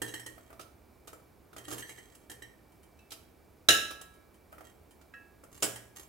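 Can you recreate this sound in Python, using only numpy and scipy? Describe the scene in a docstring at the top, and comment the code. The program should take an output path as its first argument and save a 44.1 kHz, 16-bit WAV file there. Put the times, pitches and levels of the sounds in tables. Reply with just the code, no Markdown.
"""Steel tongs and a toasted pastry in a glass bowl

A little to the right, tong tips tap and scrape in a bowl on a worktop: noise bursts and decaying modes.
They strike the glass once hard and also softly, squeak twice, and their arms clack together.
The pastry's crust knocks and crunches in short noise bursts. A small tiled kitchen answers with noise
echoes, over a low rumble, thin hiss and a faint high tone.
"""
import sys
import numpy as np
from scipy import signal
from scipy.fft import rfft, irfft
from scipy.io import wavfile
from scipy.ndimage import uniform_filter1d

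SR = 44100
rng = np.random.default_rng(int(sys.argv[2]) if len(sys.argv) > 2 else 0)


def wav_record(signal):
    """Record a signal, one row per channel, as 16-bit PCM in the file named by sys.argv[1]."""
    frames = np.transpose(np.atleast_2d(signal))
    bounded = np.clip(frames, -1, 1)
    # unit amplitude maps onto the largest positive 16-bit level
    quanta = np.round(bounded * 32767).astype(np.int16)
    wavfile.write(sys.argv[1], SR, quanta)


N = 268128  # length of the scene [samples]
TIME = np.arange(N) / SR
AGE = TIME[:SR]  # time since a contact [s], up to one second
LEFT_RIGHT = np.array([[1], [-1]])  # opposite signs for the two channels

# Levels in the tables are relative: the functions add their own settings to them.
# A t60 is the time a sound takes to fall by 60 dB.


def amp(db):
    """Turn decibels into gain."""
    return 10 ** (np.asarray(db) / 20)


def unit(x):
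    """Scale a signal to an rms of 1."""
    return x / np.sqrt(np.mean(x ** 2))


def fade(t60):
    """Die away exponentially after a contact, by 60 dB in t60 seconds."""
    return np.exp(-np.log(1000) * AGE / t60)


def on_bins(points, size):
    """Read a table of (frequency [Hz], value) at every FFT bin, along a logarithmic pitch scale."""
    hz, value = np.transpose(points)
    bin_hz = np.arange(size // 2 + 1) * SR / size
    return np.interp(np.log(bin_hz + 1), np.log(hz), value)


def noise(colour, likeness, size):
    """Make coloured stereo noise of rms 1; mixing mid and side sets how alike left and right are."""
    mid, side = rfft(rng.standard_normal((2, size)))
    likeness = np.clip(likeness, -1, 1)
    pair = mid * np.sqrt(1 + likeness) + LEFT_RIGHT * side * np.sqrt(1 - likeness)
    return unit(irfft(pair * amp(on_bins(colour, size)), size))


# How alike left and right hear a contact: (frequency [Hz], correlation [-1 to 1])
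CONTACT_LIKENESS = [(150, 0.97), (600, 0.56), (1300, 0.077), (4000, 0.34), (12000, 0.59)]


def burst(colour, t60, rise_s=0.0013, patchy_db=6, spacing_hz=75):
    """Use fading noise for a crowd of short-lived modes; in the treble some stand out from the rest."""
    hz = np.arange(SR // 2 + 1)
    heights = rng.standard_normal(600).clip(-1.7, 1.7)
    ripple = np.interp(hz / spacing_hz, np.arange(600), heights)
    lift = amp(patchy_db * ripple * np.clip(hz / 5000, 0, 1) ** 2)
    lift = lift / np.sqrt(uniform_filter1d(lift ** 2, size=1500))  # keep the overall colour
    plain = noise(colour, on_bins(CONTACT_LIKENESS, SR), size=SR)
    crowd = irfft(rfft(plain) * lift, SR)
    return crowd * fade(t60) * np.clip(AGE / rise_s, 0, 1)


def ring(modes, detune=0, scatter_db=0, centre_hz=3000, octaves=99):
    """Add decaying sines, strongest near the pitch the contact excites; each side gets its own phase."""
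    out = np.zeros((2, SR))
    for hz, db, t60 in modes:
        pitch, luck = rng.standard_normal(2)
        phase = .75 * np.sin(hz / 270) * min(hz / 400, 1) * LEFT_RIGHT
        angle = 2 * np.pi * hz * (1 + detune * pitch) * AGE + phase
        wave = np.sin(angle.astype(np.float32))
        reach = np.exp(-.5 * (np.log2(hz / centre_hz) / octaves) ** 2)
        out += amp(db + scatter_db * luck) * reach * fade(t60) * wave
    contact = np.clip(AGE / 0.0011, 0, 1)  # the push lasts about a millisecond
    total_power = sum(amp(db) ** 2 for _, db, _ in modes) / 2
    return contact * out / np.sqrt(total_power)


def add(track, s, sound):
    """Mix a sound into a track, starting at s seconds."""
    start = max(int(s * SR), 0)
    track[:, start:start + sound.shape[1]] += sound[:, :N - start]


def through(x, response):
    """Pass a sound through a stereo response scaled to unit energy."""
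    return signal.fftconvolve(np.atleast_2d(x), unit(response) / np.sqrt(SR), axes=1)[:, :N]


# Modes of the bowl's base on the worktop: (frequency [Hz], level [dB], t60 [s])
BASE_MODES = [(74, -26, 0.32), (120, -15.5, 0.86), (240, -9.5, 0.14), (306, -5, 0.25), (344.7, 4, 0.09),
              (413.8, -7.5, 0.24), (486, -5, 0.22), (633, -13.5, 0.2), (700, -12.5, 0.095)]


def thud():
    """The bowl's base bumps the worktop and rings in a few low modes."""
    return ring(BASE_MODES, detune=.02)


# Light taps of the tong tips:
# (time [s], pitch of the tips [Hz], steel level [dB], base thud level [dB], tick level [dB])
TAPS = [(0.0173, 1727, -29, -31.5, -25.5), (0.0795, 1690, -40, -50, -37.5), (0.1385, 1830, -31.5, -43, -32),
        (0.195, 1790, -39, -69, -38.5), (0.2612, 1830, -38, -46.5, -33.5), (1.072, 1750, -55, -59, -41.5),
        (1.1295, 1750, -72, -54, -45), (1.58, 1830, -43, -48, -38), (1.68, 1710, -45, -40.5, -37),
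        (1.7229, 1670, -38.5, -36, -41), (1.78, 1810, -39, -45, -33), (1.8235, 1820, -34, -52, -54),
        (1.8919, 2180, -36.5, -50, -38.5), (1.9814, 1960, -43.5, -50, -50), (2.149, 1900, -71, -72, -44.5),
        (2.297, 1770, -39.5, -49, -36), (2.3139, 1800, -43, -48, -38.5), (2.4208, 1900, -37.5, -47, -43.5),
        (4.0114, 1850, -54.5, -51.5, -36.5), (5.4365, 1850, -72, -68, -48.5),
        (5.7576, 1850, -41.5, -58, -35)]
# Other modes of the steel tongs, damped by the hand: (frequency [Hz], level [dB], t60 [s])
TONG_MODES = [(1766, 1, 0.11), (1847, 3.5, 0.14), (2096, -10.5, 0.12), (2898, -0.5, 0.075), (3140, 5, 0.11),
              (3183, -5, 0.037), (3950, -2, 0.061), (4420, -5, 0.1), (5790, -12.5, 0.36),
              (6550, -14, 0.081), (7100, -29, 0.13), (8000, 3, 0.12), (8400, -8.5, 0.31), (9420, -19, 0.09),
              (11000, -22, 0.07)]
# Colour of a bright tick: (frequency [Hz], level per Hz [dB])
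TICK_COLOUR = [(40, -21), (700, -2), (1400, -2), (1850, -10), (2500, -8.5), (3100, 0.5), (3600, -10),
               (6000, -5), (8300, 0), (9200, -3.5), (11000, -1.5), (15500, -15.5)]


def taps(tip_db=-9, ring_db=-11, thud_db=-4, tick_db=-3):
    """Each tap ticks, rings the tongs and bumps the bowl; the grip shifts the pitches and their shares."""
    out = np.zeros((2, N))
    for s, tip_hz, steel, base, tick in TAPS:
        # the tips chatter as they land, which roughens their resonance into a narrow band of noise
        chatter = [(tip_hz * .7, -45), (tip_hz * .88, -14), (tip_hz, 0),
                   (tip_hz * 1.14, -14), (tip_hz * 1.4, -45)]
        add(out, s, amp(steel + tip_db) * burst(chatter, t60=0.096, rise_s=0.0023))
        add(out, s, amp(steel + ring_db) * ring(TONG_MODES, detune=0.0142, scatter_db=3.0))
        add(out, s, amp(base + thud_db) * thud())
        add(out, s, amp(tick + tick_db) * burst(TICK_COLOUR, t60=0.049, rise_s=0.0042, patchy_db=3.0))
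    return out


# Blows on the bowl's wall: (time [s], ring level [dB], crack level [dB],
# pitch the contact excites most [Hz], its reach [octaves], extra damping by the resting tongs, t60 [s])
CLINKS = [(2.99, -48.5, -57, 2630, .06, 0.84), (3.6863, -19, -7.5, 3440, 3.5, 8.8),
          (3.6916, -24.5, -19, 3900, .12, 0.78), (3.704, -37.5, -13.5, 7010, 0.69, 1),
          (5.138, -34.5, -58.5, 2000, 0.34, 1.6)]
# Modes of the glass bowl, where close pairs beat: (frequency [Hz], level [dB], t60 [s])
BOWL_MODES = [(1321, -4.5, 1), (1334, 2, 0.43), (1630, -12, .55), (1655, -1, 0.87), (1790, -19.5, 0.83),
              (1720, -11.5, 0.45), (1885, -4.5, .25), (2600, -15.5, 0.59), (2625, -5, 0.6),
              (2785, -13.5, 0.34), (2850, -11, 0.32), (3020, -11, 0.25), (3270, -13.5, 0.4),
              (3850, -8, 0.77), (3970, -10, 0.69), (3960, -3, .48), (3940, 10, 0.17), (5180, -9, 0.22),
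              (5280, -5, 0.503), (5570, -15, 0.51), (6405, -8, 0.38), (6600, -8.5, 0.42), (6950, -10, .3),
              (6950, -5, 0.4), (7530, -12, 0.37), (8120, -8, 0.49), (7900, -14.5, .33), (8200, -9, 0.24),
              (9798, -14.5, .27), (11090, -8.5, 0.56)]
# Colour of the crack: (frequency [Hz], level per Hz [dB])
CRACK_COLOUR = [(25, -39), (70, -12), (130, -30.5), (230, -29.5), (370, -6), (660, -9.5), (960, -24.5),
                (1700, -1.5), (2200, -16.5), (2900, 1), (3400, -10.5), (3930, -1.5), (4350, -14.5),
                (5400, -6.5), (10000, -14), (15500, -26)]


def clinks():
    """Steel hits the glass wall: return the hard crack and the longer ring of the bowl separately."""
    cracks, rings = np.zeros((2, 2, N))
    for s, ring_db, crack_db, centre_hz, octaves, held_t60 in CLINKS:
        glass = ring(BOWL_MODES, centre_hz=centre_hz, octaves=octaves) * fade(held_t60)
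        add(rings, s, amp(ring_db) * glass)
        add(cracks, s, amp(crack_db) * burst(CRACK_COLOUR, t60=0.045, rise_s=0.002, patchy_db=7.5))
    return cracks, rings


# The arms of the tongs clack together: (time [s], level [dB])
CLACKS = [(5.6234, -24), (5.6278, -24)]
# Colour of the clack: (frequency [Hz], level per Hz [dB])
CLACK_COLOUR = [(30, -30), (100, -8), (200, -8), (320, 1), (730, -0.5), (900, -10), (1300, -2.5),
                (2300, -9.5), (3000, -0.5), (4200, -12.5), (5100, -3), (6250, -8.5), (7300, 1.5),
                (9600, -5), (15000, -17.5)]


def clacks(steel_db=-11, glass_db=-21, thud_db=-12):
    """The two arms meet in a bright clatter that also jolts the bowl."""
    out = np.zeros((2, N))
    for s, db in CLACKS:
        clatter = burst(CLACK_COLOUR, t60=0.11, patchy_db=5.5)
        steel = amp(steel_db) * ring(TONG_MODES, detune=0.0022, centre_hz=7200, octaves=0.23)
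        glass = amp(glass_db) * ring(BOWL_MODES, centre_hz=1640, octaves=0.15)
        add(out, s, amp(db) * (clatter + steel + glass + amp(thud_db) * thud()))
    return out


# The pastry's crust knocks on the glass, and at 3.906 s a like burst plays as the bowl's ring swells where its
# close modes beat: (time [s], knock level [dB], crunch level [dB])
KNOCKS = [(0.378, -43, -60), (0.502, -41, -72), (0.527, -42.5, -55), (0.5935, -36, -43.5),
          (0.608, -59, -42.5), (1.076, -40, -43), (1.129, -39, -68), (1.529, -43, -55), (1.563, -36, -43.5),
          (1.681, -36.5, -51), (1.711, -34, -37), (3.105, -64, -40.5), (3.1172, -37.5, -34),
          (3.906, -34, -37), (4.5248, -38.5, -69), (4.58, -41, -58), (4.606, -39, -58), (5.011, -50.5, -56),
          (5.435, -43.5, -70)]
# Colour of the dull knock: (frequency [Hz], level per Hz [dB])
KNOCK_COLOUR = [(60, -20.5), (300, -12.5), (660, 2.5), (950, -12.5), (1330, 3.5), (1650, -11), (2300, -12),
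                (4000, -30), (12000, -22.5)]
# Colour of the crunch: (frequency [Hz], level per Hz [dB])
CRUNCH_COLOUR = [(1500, -18), (2800, 1), (4300, -1.5), (6000, -2.5), (10500, -4.5), (15500, -15)]


def pastry(knock_db=-3.5, thud_db=-18, crunch_db=-3.5):
    """Dry crust gives way: a dull knock, which bumps the bowl in proportion, and a short crunch; the burst at
    3.906 s instead stands for the bowl's ring swelling."""
    out = np.zeros((2, N))
    for s, knock, crunch in KNOCKS:
        add(out, s, amp(knock + knock_db) * burst(KNOCK_COLOUR, t60=0.048, rise_s=0.003))
        add(out, s, amp(knock + thud_db) * thud())
        add(out, s, amp(crunch + crunch_db) * burst(CRUNCH_COLOUR, t60=0.072, rise_s=0.0042, patchy_db=2.5))
    return out


def stroke(start, length):
    """Pressure of one stroke: the tips bite, ease off as they slide, then lift."""
    bite_share, ease_db, release_s = 0.19, -12, 0.025  # bite_share: part of the stroke spent building up
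    along = (TIME - start) / length
    bite = np.clip(along / bite_share, 0, 1) ** 2
    ease = amp(ease_db * np.clip(along, 0, 1))
    lift = np.clip(1 - (TIME - start - length) / release_s, 0, 1)
    return bite * ease * lift


# Strokes of the tips over the glass:
# (start [s], length [s], steel level [dB], base level [dB], hiss level [dB])
DRAGS = [(0.01, 0.19, -40, -46, -49), (0.259, 0.23, -56.5, -52.5, -56.5), (1.632, 0.076, -48, -54, -49),
         (1.668, 0.14, -48.5, -39.5, -34.5), (1.847, 0.13, -45.5, -53, -45),
         (1.973, 0.267, -58.5, -60, -58), (2.416, 0.088, -58, -70, -70), (4.633, 0.06, -50, -55, -51),
         (5.501, 0.2, -62, -50, -46.5), (5.949, 0.078, -51, -52, -40)]


def drags(steel_db=-8, base_db=-9, hiss_db=-7, slips_per_s=240, scatter_db=6):
    """Stick and slip: uneven tiny blows at random moments ring the tongs, shake the base and hiss."""
    sizes = amp(scatter_db * rng.standard_normal(N).clip(-1.5, 1.5)) * rng.choice([-1, 1], N)
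    slips = unit((rng.random(N) < slips_per_s / SR) * sizes)
    pressed_steel = ring(TONG_MODES, detune=0.014) * fade(.08)  # pressing on the glass damps the steel
    base = thud() * fade(0.072)
    hiss = burst(TICK_COLOUR, t60=0.026, patchy_db=10)
    # one pressure curve each for steel, base and hiss
    forces = sum(np.outer(amp(levels), stroke(start, length)) for start, length, *levels in DRAGS)
    out = np.zeros((2, N))
    for db, force, response in zip([steel_db, base_db, hiss_db], forces, [pressed_steel, base, hiss]):
        out += amp(db) * through(slips * force, response)
    return out


# Steel squeaks on glass: (start [s], length [s], pitch [Hz], level [dB])
SQUEAKS = [(0.057, 0.069, 6500, -55), (0.196, 0.091, 5440, -64.5)]


def squeaks(wobble=0.0037, rough=.5):
    """The slipping locks on to one unsteady pitch: a sine whose pitch and loudness waver at random."""
    out = np.zeros((2, N))
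    for s, length, hz, db in SQUEAKS:
        bend, grip = unit(uniform_filter1d(rng.standard_normal((2, SR)), size=150))
        swell = np.sin(np.pi * np.clip(AGE / length, 0, 1)) * (1 + rough * grip)
        angle = 2 * np.pi * np.cumsum(hz * (1 + wobble * bend)) / SR
        add(out, s, amp(db) * swell * np.sin(angle)[None])
    return out


# The tongs shift in the hand while they hold the pastry: (start [s], end [s])
HOLDS = [(2.72, 2.98), (4.17, 4.97)]


def fidgets(tick_db=-63, steel_db=-73, scatter_db=3, spacing_s=0.14):
    """Faint stray ticks of the held tongs, at uneven moments and of uneven loudness."""
    out = np.zeros((2, N))
    tick = amp(tick_db) * burst(TICK_COLOUR, t60=0.089)
    tick = tick + amp(steel_db) * ring(TONG_MODES, detune=0.012)
    for start, end in HOLDS:
        for s in np.arange(start, end, spacing_s):
            late, luck = rng.standard_normal(2)
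            add(out, s + spacing_s * np.tanh(late) / 2, amp(scatter_db * luck) * tick)
    return out


# How alike left and right hear the room: (frequency [Hz], correlation [-1 to 1])
ROOM_LIKENESS = [(130, 1), (300, 1), (600, 1), (1200, -0.24), (3000, 0.75), (12000, 0.85)]


def kitchen(x, near_db=-5, tail_db=-4, low_t60=0.5, high_t60=0.42):
    """Worktop and tiles scatter the sound at once; the room follows, its treble dying sooner."""
    likeness = on_bins(ROOM_LIKENESS, SR)
    near_colour = [(100, 0.0031), (16000, 0.003)]  # practically flat
    low_colour = [(100, -0.5), (2000, -5.5), (6000, -12.0), (16000, -39)]
    high_colour = [(100, -26.0), (2000, -4.5), (6000, -4.5), (16000, 3.5)]
    near = noise(near_colour, likeness, size=SR) * fade(0.11) * (AGE > .002)
    low = noise(low_colour, likeness, size=SR) * fade(low_t60)
    high = noise(high_colour, likeness, size=SR) * fade(high_t60)
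    tail = (low + amp(8.0) * high) * np.clip(AGE / 0.011, 0, 1) ** 2
    return amp(near_db) * through(x, near) + amp(tail_db) * through(x, tail)


# Colour of the still kitchen: (frequency [Hz], level per Hz [dB])
AIR_COLOUR = [(15, -45), (25, -18.5), (74, 0.5), (123, -11), (373, -8), (575, -14.5), (624, -13),
              (1610, -24.5), (2000, -27.5), (2280, -26.5), (3160, -33.5), (5280, -33.5), (5880, -35.5),
              (7710, -35.5), (16000, -32.5)]
# How alike left and right are in the still kitchen: (frequency [Hz], correlation [-1 to 1])
AIR_LIKENESS = [(100, .9), (250, 0.52), (600, 0.42), (4000, 0.83)]


def background(air_db=-60, whine_hz=2320, whine_db=-80.5, waver=.3):
    """Coloured noise gives low rumble and thin hiss; a sine gives a faint, slightly wavering high tone."""
    air = noise(AIR_COLOUR, on_bins(AIR_LIKENESS, N), size=N)
    drift = np.interp(TIME, np.linspace(0, TIME[-1], 30), rng.standard_normal(30))
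    whine = unit(np.sin(2 * np.pi * whine_hz * TIME + drift) * (1 + waver * drift))
    return amp(air_db) * air + amp(whine_db) * whine


def scene(small_right_db=2.6, clink_right_db=1.9, ring_room_db=-15):
    """Put all contacts in the kitchen; the right side is louder than the left by the given levels."""
    cracks, rings = clinks()
    handling = taps() + clacks() + pastry() + drags() + squeaks() + fidgets()
    small = handling + kitchen(handling) + background()
    # the ring of the bowl feeds the room less than the crack does
    clink_room = kitchen(cracks + amp(ring_room_db) * rings, near_db=-10.5, tail_db=-1.5)
    glass = cracks + rings + clink_room
    sides = np.array([[-.5], [.5]])  # half the difference down on the left, half up on the right
    return small * amp(sides * small_right_db) + glass * amp(sides * clink_right_db)


def record(dry):
    """Round the highest peaks softly, then cut everything above the top frequency."""
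    top_hz = 15850
    rounded = .9 * np.tanh(dry / .9)
    low_pass = signal.ellip(10, .2, 70, top_hz, fs=SR, output="sos")
    return signal.sosfilt(low_pass, rounded)


dry = scene()
out = record(dry)
wav_record(out)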